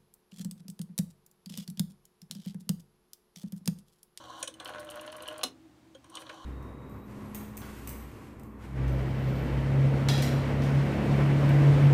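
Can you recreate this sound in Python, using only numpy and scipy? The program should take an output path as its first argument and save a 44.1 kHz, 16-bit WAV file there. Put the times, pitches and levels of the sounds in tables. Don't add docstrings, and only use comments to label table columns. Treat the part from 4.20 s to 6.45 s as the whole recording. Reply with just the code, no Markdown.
import sys
import numpy as np
from scipy import signal
from scipy.fft import rfft, irfft, next_fast_len
from scipy.io import wavfile
from scipy.ndimage import map_coordinates

SR = 44100
rng = np.random.default_rng(int(sys.argv[2]) if len(sys.argv) > 2 else 0)


def generate_wav(signal):
    frames = np.transpose(np.atleast_2d(signal))
    scaled = np.clip(frames, -1, 1) * 32767
    pcm = np.round(scaled).astype(np.int16)
    wavfile.write(sys.argv[1], SR, pcm)


N = 99225

# (time [s], case level [dB], wheel level [dB], snap level [dB], wheel ring level [dB], hold [s])
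FINGER_CLICKS = [(0.227, -40, -33.5, -26.5, -42, 0.0029), (0.2745, -48, -39.5, -32.5, -31.5, 0.0052),
                 (0.3395, -68, -55, -48, -41.5, 0.0014), (0.399, -55, -42, -44, -53, 0.0042),
                 (1.747, -60.5, -56.5, -59, -74, 0.0076), (1.842, -58.5, -61, -57, -76, 0.004),
                 (1.896, -62.5, -65, -53, -81, 0.0058), (1.952, -78, -42.5, -37.5, -39.5, 0.0034),
                 (1.9706, -44, -43, -47, -32.5, 0.0027), (2.017, -46.5, -52, -52.5, -53, 0.0043),
                 (2.066, -51, -49.5, -68, -70, 0.0029), (2.093, -40, -42, -53, -66, 0.0056)]
# (frequency [Hz], relative level [dB])
BRIGHT_COLOUR = [(500, -51), (4000, -4), (7300, -6.5), (9300, 5.5), (11000, -4.5), (13000, -3.5),
                 (15500, -17.5)]


def amp(db):
    return 10 ** (np.asarray(db) / 20)


def unit(x):
    return x / np.sqrt(np.mean(x ** 2) + 1e-20)


def along(points, hz):
    f, v = np.transpose(points)
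    return np.interp(np.log(hz + 1), np.log(f + 1), v)


def curve(rows, axis=1):
    rows = np.array(rows)
    return np.interp(np.arange(N) / SR, rows[:, 0], rows[:, axis])


def stroke(rows, axis=1):
    t = np.arange(N) / SR
    moving = (t >= rows[0][0]) * (t <= rows[-1][0])
    return amp(curve(rows, axis=axis)) * moving


def wobble(rate):
    knots = rng.standard_normal(N // 8)
    return map_coordinates(knots, [np.arange(N) * rate / SR + 2], mode="wrap")


def coloured(x, points, size=4096):
    log_gain = np.log(amp(along(points, np.fft.rfftfreq(size, 1 / SR))))
    cepstrum = irfft(log_gain)
    cepstrum[1:size // 2] *= 2
    cepstrum[size // 2 + 1:] = 0
    response = irfft(np.exp(rfft(cepstrum)))
    return signal.fftconvolve(x, response / np.linalg.norm(response))[:N]


def bursts(rows, attack, t60, size=4096):
    out, t = np.zeros(N + size), np.arange(size) / SR
    for start, db, hold in rows:
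        release = amp(-60 * np.maximum(t - hold, 0) / t60)
        burst = rng.standard_normal(size) * (1 - np.exp(-t / attack)) * release
        burst = burst / np.linalg.norm(burst) * np.sqrt(.005 * SR)
        out[round(start * SR):][:size] += amp(db) * burst
    return out[:N]


def struck(blows, modes, attack):
    out = np.zeros(N)
    for start, blow_db, softness in blows:
        t = np.arange(min(SR // 3, N - round(start * SR))) / SR
        ring = np.zeros(len(t))
        for hz, mode_db, t60 in modes:
            level = blow_db + mode_db - softness * hz / 1e3 + rng.normal(0, 1)
            ring += amp(level - 60 * t / t60) * np.sin(2 * np.pi * (hz * t + rng.random()))
        out[round(start * SR):][:len(t)] += ring * (1 - np.exp(-t / attack))
    return out


def teeth(rate_hz, scatter, spread_db, life_s, rub):
    turns = np.cumsum(rate_hz * np.exp(scatter * wobble(90))) / SR
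    strengths = amp(spread_db * np.clip(rng.standard_normal(N), -2, 2))
    hits = np.diff(np.floor(turns), prepend=0) * strengths
    force = unit(signal.lfilter([1], [1, -np.exp(-1 / (life_s * SR))], hits))
    return unit((force + rub) * rng.standard_normal(N))


def winding():
    # (time [s], level [dB])
    first_pull = [(0, -48.5), (.07, -52), (.10, -48), (.224, -48), (.25, -72), (.3, -104)]
    second_pull = [(1.82, -76), (1.86, -65.5), (1.89, -70.5), (1.95, -48.5), (2.02, -54.5), (2.05, -57.5),
                   (2.11, -53), (2.3, -51.5)]
    # (frequency [Hz], relative level [dB])
    pull_colour = [(100, -64), (420, -27), (560, -3.5), (660, -11), (770, -5), (880, -10), (1040, 3.5),
                   (1160, -5), (1280, -12), (1550, -9), (1950, -27.5), (2600, -32), (3020, -7.5),
                   (3500, -18), (3950, -14.5), (4450, -17.5), (4850, -34), (5800, -19), (7600, -29.5),
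                   (9500, -31), (15000, -44.5)]
    force = teeth(rate_hz=170, scatter=.3, spread_db=5, life_s=0.0025, rub=1.3)
    rasp = unit(coloured(force, pull_colour))
    return rasp * (stroke(first_pull) + stroke(second_pull))


def background():
    # (centre frequency [Hz], level [dB], pitch waver [Hz])
    hum_lines = [(74.3, -74.5, 2), (121.4, -70, 0.78), (257.6, -78, 7.3), (309.2, -68, 1.82),
                 (323.6, -62.5, 1.07)]
    # (frequency [Hz], relative level [dB])
    air_colour = [(20, -57), (38, -30), (70, -13), (100, -15.5), (150, -14.5), (200, -16.5), (280, -11),
                  (340, -8), (410, -25.5), (660, -21.5), (850, -23.5), (1500, -29), (3000, -33),
                  (8000, -40.5), (15000, -48.5)]
    air_db, hum_flutter = -61.5, .45
    t = np.arange(N) / SR
    hum = np.zeros(N)
    for hz, db, waver_hz in hum_lines:
        swell = 1 + hum_flutter * wobble(18)
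        cycles = hz * t + np.cumsum(waver_hz * wobble(25.21)) / SR
        hum += amp(db) * unit(swell * np.sin(2 * np.pi * cycles))
    air = unit(coloured(rng.standard_normal(N), air_colour))
    return hum + amp(air_db) * air


def room(x):
    # (frequency [Hz], t60 [s])
    decay_times = [(200, 0.39), (1000, 0.18), (4000, 0.15), (14000, 0.11)]
    hz, t, bins = signal.stft(rng.standard_normal(SR // 2), SR, nperseg=256)
    decay = amp(-60 * t / along(decay_times, hz)[:, None])
    tail = signal.istft(bins * decay, SR, nperseg=256)[1]
    tail = tail * (1 - np.exp(-np.arange(len(tail)) / SR / 0.0032))
    return signal.fftconvolve(x, tail / np.linalg.norm(tail))[:N]


def finger_slides():
    # (time [s], level [dB], hold [s])
    slides = [(.186, -53, 0.021), (1.99, -51, 0.031)]
    return coloured(bursts(slides, attack=0.0037, t60=0.033), BRIGHT_COLOUR)


def wheel_clicks():
    # (frequency [Hz], relative level [dB])
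    case_colour = [(100, -40), (380, -15.5), (540, 6.5), (850, -13), (1060, 2), (1300, -10.5), (1600, -1.5),
                   (1900, -12), (2450, -5.5), (4000, -43), (15000, -51)]
    wheel_colour = [(900, -40), (2100, -38), (2450, -13.5), (2750, -13), (3030, -1.5), (3450, -2.5),
                    (3750, -7), (4300, -8.5), (4900, -17.5), (15000, -60)]
    snap_colour = [(2500, -33), (4500, -15), (5700, 7), (6600, 5.5), (7400, -4), (8600, 10.5), (9500, 5),
                   (11000, -4), (12000, -10), (15500, -16)]
    start, case_db, wheel_db, snap_db, _, hold = np.transpose(FINGER_CLICKS)
    case = coloured(bursts(zip(start, case_db, hold), attack=0.0097, t60=0.047), case_colour)
    wheel = coloured(bursts(zip(start, wheel_db, hold), attack=0.00015, t60=0.017), wheel_colour)
    snap = coloured(bursts(zip(start, snap_db, hold), attack=0.0018, t60=0.014), snap_colour)
    return amp(1.63) * case + amp(-1.55) * wheel + amp(-6.0) * snap


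def ringing():
    # (frequency [Hz], relative level [dB], t60 [s])
    wheel_modes = [(3016, 0.5, 0.037), (4090, -9.5, 0.016)]
    plate_modes = [(3230, -0.5, 0.068), (6600, -9, 0.04)]
    case_modes = [(534, 6, 0.096), (1070, -22, 0.065), (1160, -20, 0.036), (1487, 0.5, 0.15),
                  (1700, -1, 0.08), (2800, -2.5, 0.033), (3170, -11, 0.03), (3325, 0, 0.038),
                  (4007, -13, 0.025), (5380, -10, 0.03)]
    # (time [s], level [dB], softness [dB lost per kHz])
    plate_blows = [(1.2372, -45, 0), (1.749, -48.5, -0.5)]
    case_blows = [(1.232, -43.5, 5.5), (1.7505, -39.5, 18), (2.0965, -52, 0.5)]
    wheel_blows = [(start, ring_db, 0) for start, _, _, _, ring_db, _ in FINGER_CLICKS]
    wheel = struck(wheel_blows, wheel_modes, attack=.001)
    plate = struck(plate_blows, plate_modes, attack=0.0008)
    case = struck(case_blows, case_modes, attack=0.0012)
    return wheel + plate + case


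def running_back():
    # (time [s], level [dB])
    run_back = [(.35, -57), (.39, -64.5), (.405, -44), (.428, -52), (.46, -44), (.53, -47.5), (.71, -48),
                (1.228, -49.5), (1.245, -43)]
    # (time [s], level [dB])
    gear_ticks = [(0.4566, -35), (0.4763, -47), (0.4848, -41), (0.5361, -50), (.5627, -64), (0.5837, -41.5),
                  (0.669, -53), (0.6901, -43), (0.718, -44), (0.741, -48), (0.7734, -49), (0.7946, -42.5),
                  (0.8326, -49), (0.8766, -40), (0.9008, -45.5), (0.9258, -37.5), (0.954, -49),
                  (1.005, -43.5), (1.033, -43.5), (1.058, -45), (1.07, -43), (1.0849, -35.5),
                  (1.1093, -50.5), (1.1406, -48), (1.1621, -47), (1.1912, -47), (1.2121, -40)]
    # (frequency [Hz], relative level [dB])
    gear_colour = [(30, -28), (200, -11), (420, -11.5), (520, 2.5), (730, -3), (850, -8), (1050, 5),
                   (1250, -6.5), (1520, 0.5), (1950, -12), (2500, -14), (3050, -13), (4200, -18),
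                   (4900, -32), (6300, -24.5), (8000, -35), (9500, -26.5), (15000, -49)]
    knock_colour = [(100, -62), (400, -17.5), (700, 2), (1500, -2), (2100, -14), (3030, 7), (3550, -7),
                    (4350, -8), (4900, -15), (6200, -13.5), (9000, -42), (15000, -55)]
    # (frequency [Hz], relative level [dB], t60 [s])
    gear_modes = [(3076, 0, 0.014), (3530, -15, 0.0087), (4314, -7.5, 0.015)]
    force = teeth(rate_hz=86, scatter=.25, spread_db=4.5, life_s=0.007, rub=0.21)
    chatter = unit(coloured(force, gear_colour)) * stroke(run_back)
    tick_bursts = [(start, db, .002) for start, db in gear_ticks]
    knocks = coloured(bursts(tick_bursts, attack=0.000071, t60=0.021), knock_colour)
    pings = struck([(start, db, 0) for start, db in gear_ticks], gear_modes, attack=0.00056)
    return amp(-0.95) * chatter + amp(-4.5) * knocks + amp(3.0) * pings


def governor():
    # (time [s], pitch [Hz], level [dB])
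    brake = [(.44, 600, -60), (.52, 604, -51), (.55, 606, -47.5), (.7, 600, -47.5), (.96, 612, -47.5),
             (1.08, 611.3, -50), (1.12, 615, -43.5), (1.228, 612, -49.5), (1.245, 605, -79)]
    flutter_db = 2.1
    pitch = curve(brake) * (1 + 0.012 * wobble(60.26))
    flutter = amp(flutter_db * wobble(40.7) - 2.5)
    tone = np.sqrt(2) * np.sin(2 * np.pi * np.cumsum(pitch) / SR)
    return tone * flutter * stroke(brake, axis=2)


def contacts():
    # (time [s], level [dB])
    contact_ticks = [(0.4463, -40), (0.4753, -45), (.493, -48), (0.595, -44), (0.602, -45.5), (0.646, -49),
                     (0.7002, -42.5), (0.7074, -40.5), (.756, -44.5), (0.8108, -42.5), (0.863, -46),
                     (0.919, -46.5), (0.924, -50.5), (0.965, -44.5), (1.022, -41.5), (1.0777, -40.5),
                     (1.084, -44.5), (1.1256, -49.5), (1.179, -42.5), (1.898, -57.5), (1.954, -70),
                     (2.097, -59.5)]
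    tick_bursts = [(start, db, .003) for start, db in contact_ticks]
    return amp(-6.0) * coloured(bursts(tick_bursts, attack=0.00038, t60=0.018), BRIGHT_COLOUR)


def home_stop():
    # (time [s], level [dB])
    home_strikes = [(1.2332, -27), (1.2371, -27.5), (1.266, -53.5), (1.282, -54)]
    # (time [s], level [dB], hold [s])
    case_thud = [(1.238, -39, 0.0048)]
    # (frequency [Hz], relative level [dB])
    home_colour = [(200, -20), (500, -7), (900, -7), (1150, 5), (1350, -19.5), (1900, -14), (2500, -8),
                   (2800, 0), (3500, -0.5), (4030, 5), (4750, -10.5), (5450, -1), (6700, -7), (8300, -8),
                   (10800, -7.5), (13000, -18.5), (15000, -18)]
    thud_colour = [(120, -34.5), (260, 3), (480, 0.5), (1000, -6), (1750, -7.5), (6000, -49)]
    # (time [s], level [dB], softness [dB lost per kHz])
    desk_blows = [(1.242, -41, -2.5)]
    # (frequency [Hz], relative level [dB], t60 [s])
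    desk_modes = [(180.3, -9.5, 0.17), (262.3, -1, .2)]
    strike_bursts = [(start, db, .0012) for start, db in home_strikes]
    clack = coloured(bursts(strike_bursts, attack=0.0001, t60=0.025), home_colour)
    thud = coloured(bursts(case_thud, attack=0.0027, t60=0.045), thud_colour)
    desk = struck(desk_blows, desk_modes, attack=0.0029)
    return amp(1.26) * clack + amp(2) * thud + desk


def scene():
    room_db = -8.5
    clatter = winding() + finger_slides() + wheel_clicks()
    clatter = clatter + running_back() + contacts() + home_stop()
    tones = ringing() + governor()
    return (clatter + amp(room_db) * room(clatter) + tones + background())[None]


def record(dry):
    top_hz = 15650
    size = next_fast_len(N + SR // 2)
    kept = np.fft.rfftfreq(size, 1 / SR) < top_hz
    return irfft(rfft(dry, size) * kept, size)[:, :N]


dry = scene()
out = record(dry)
generate_wav(out)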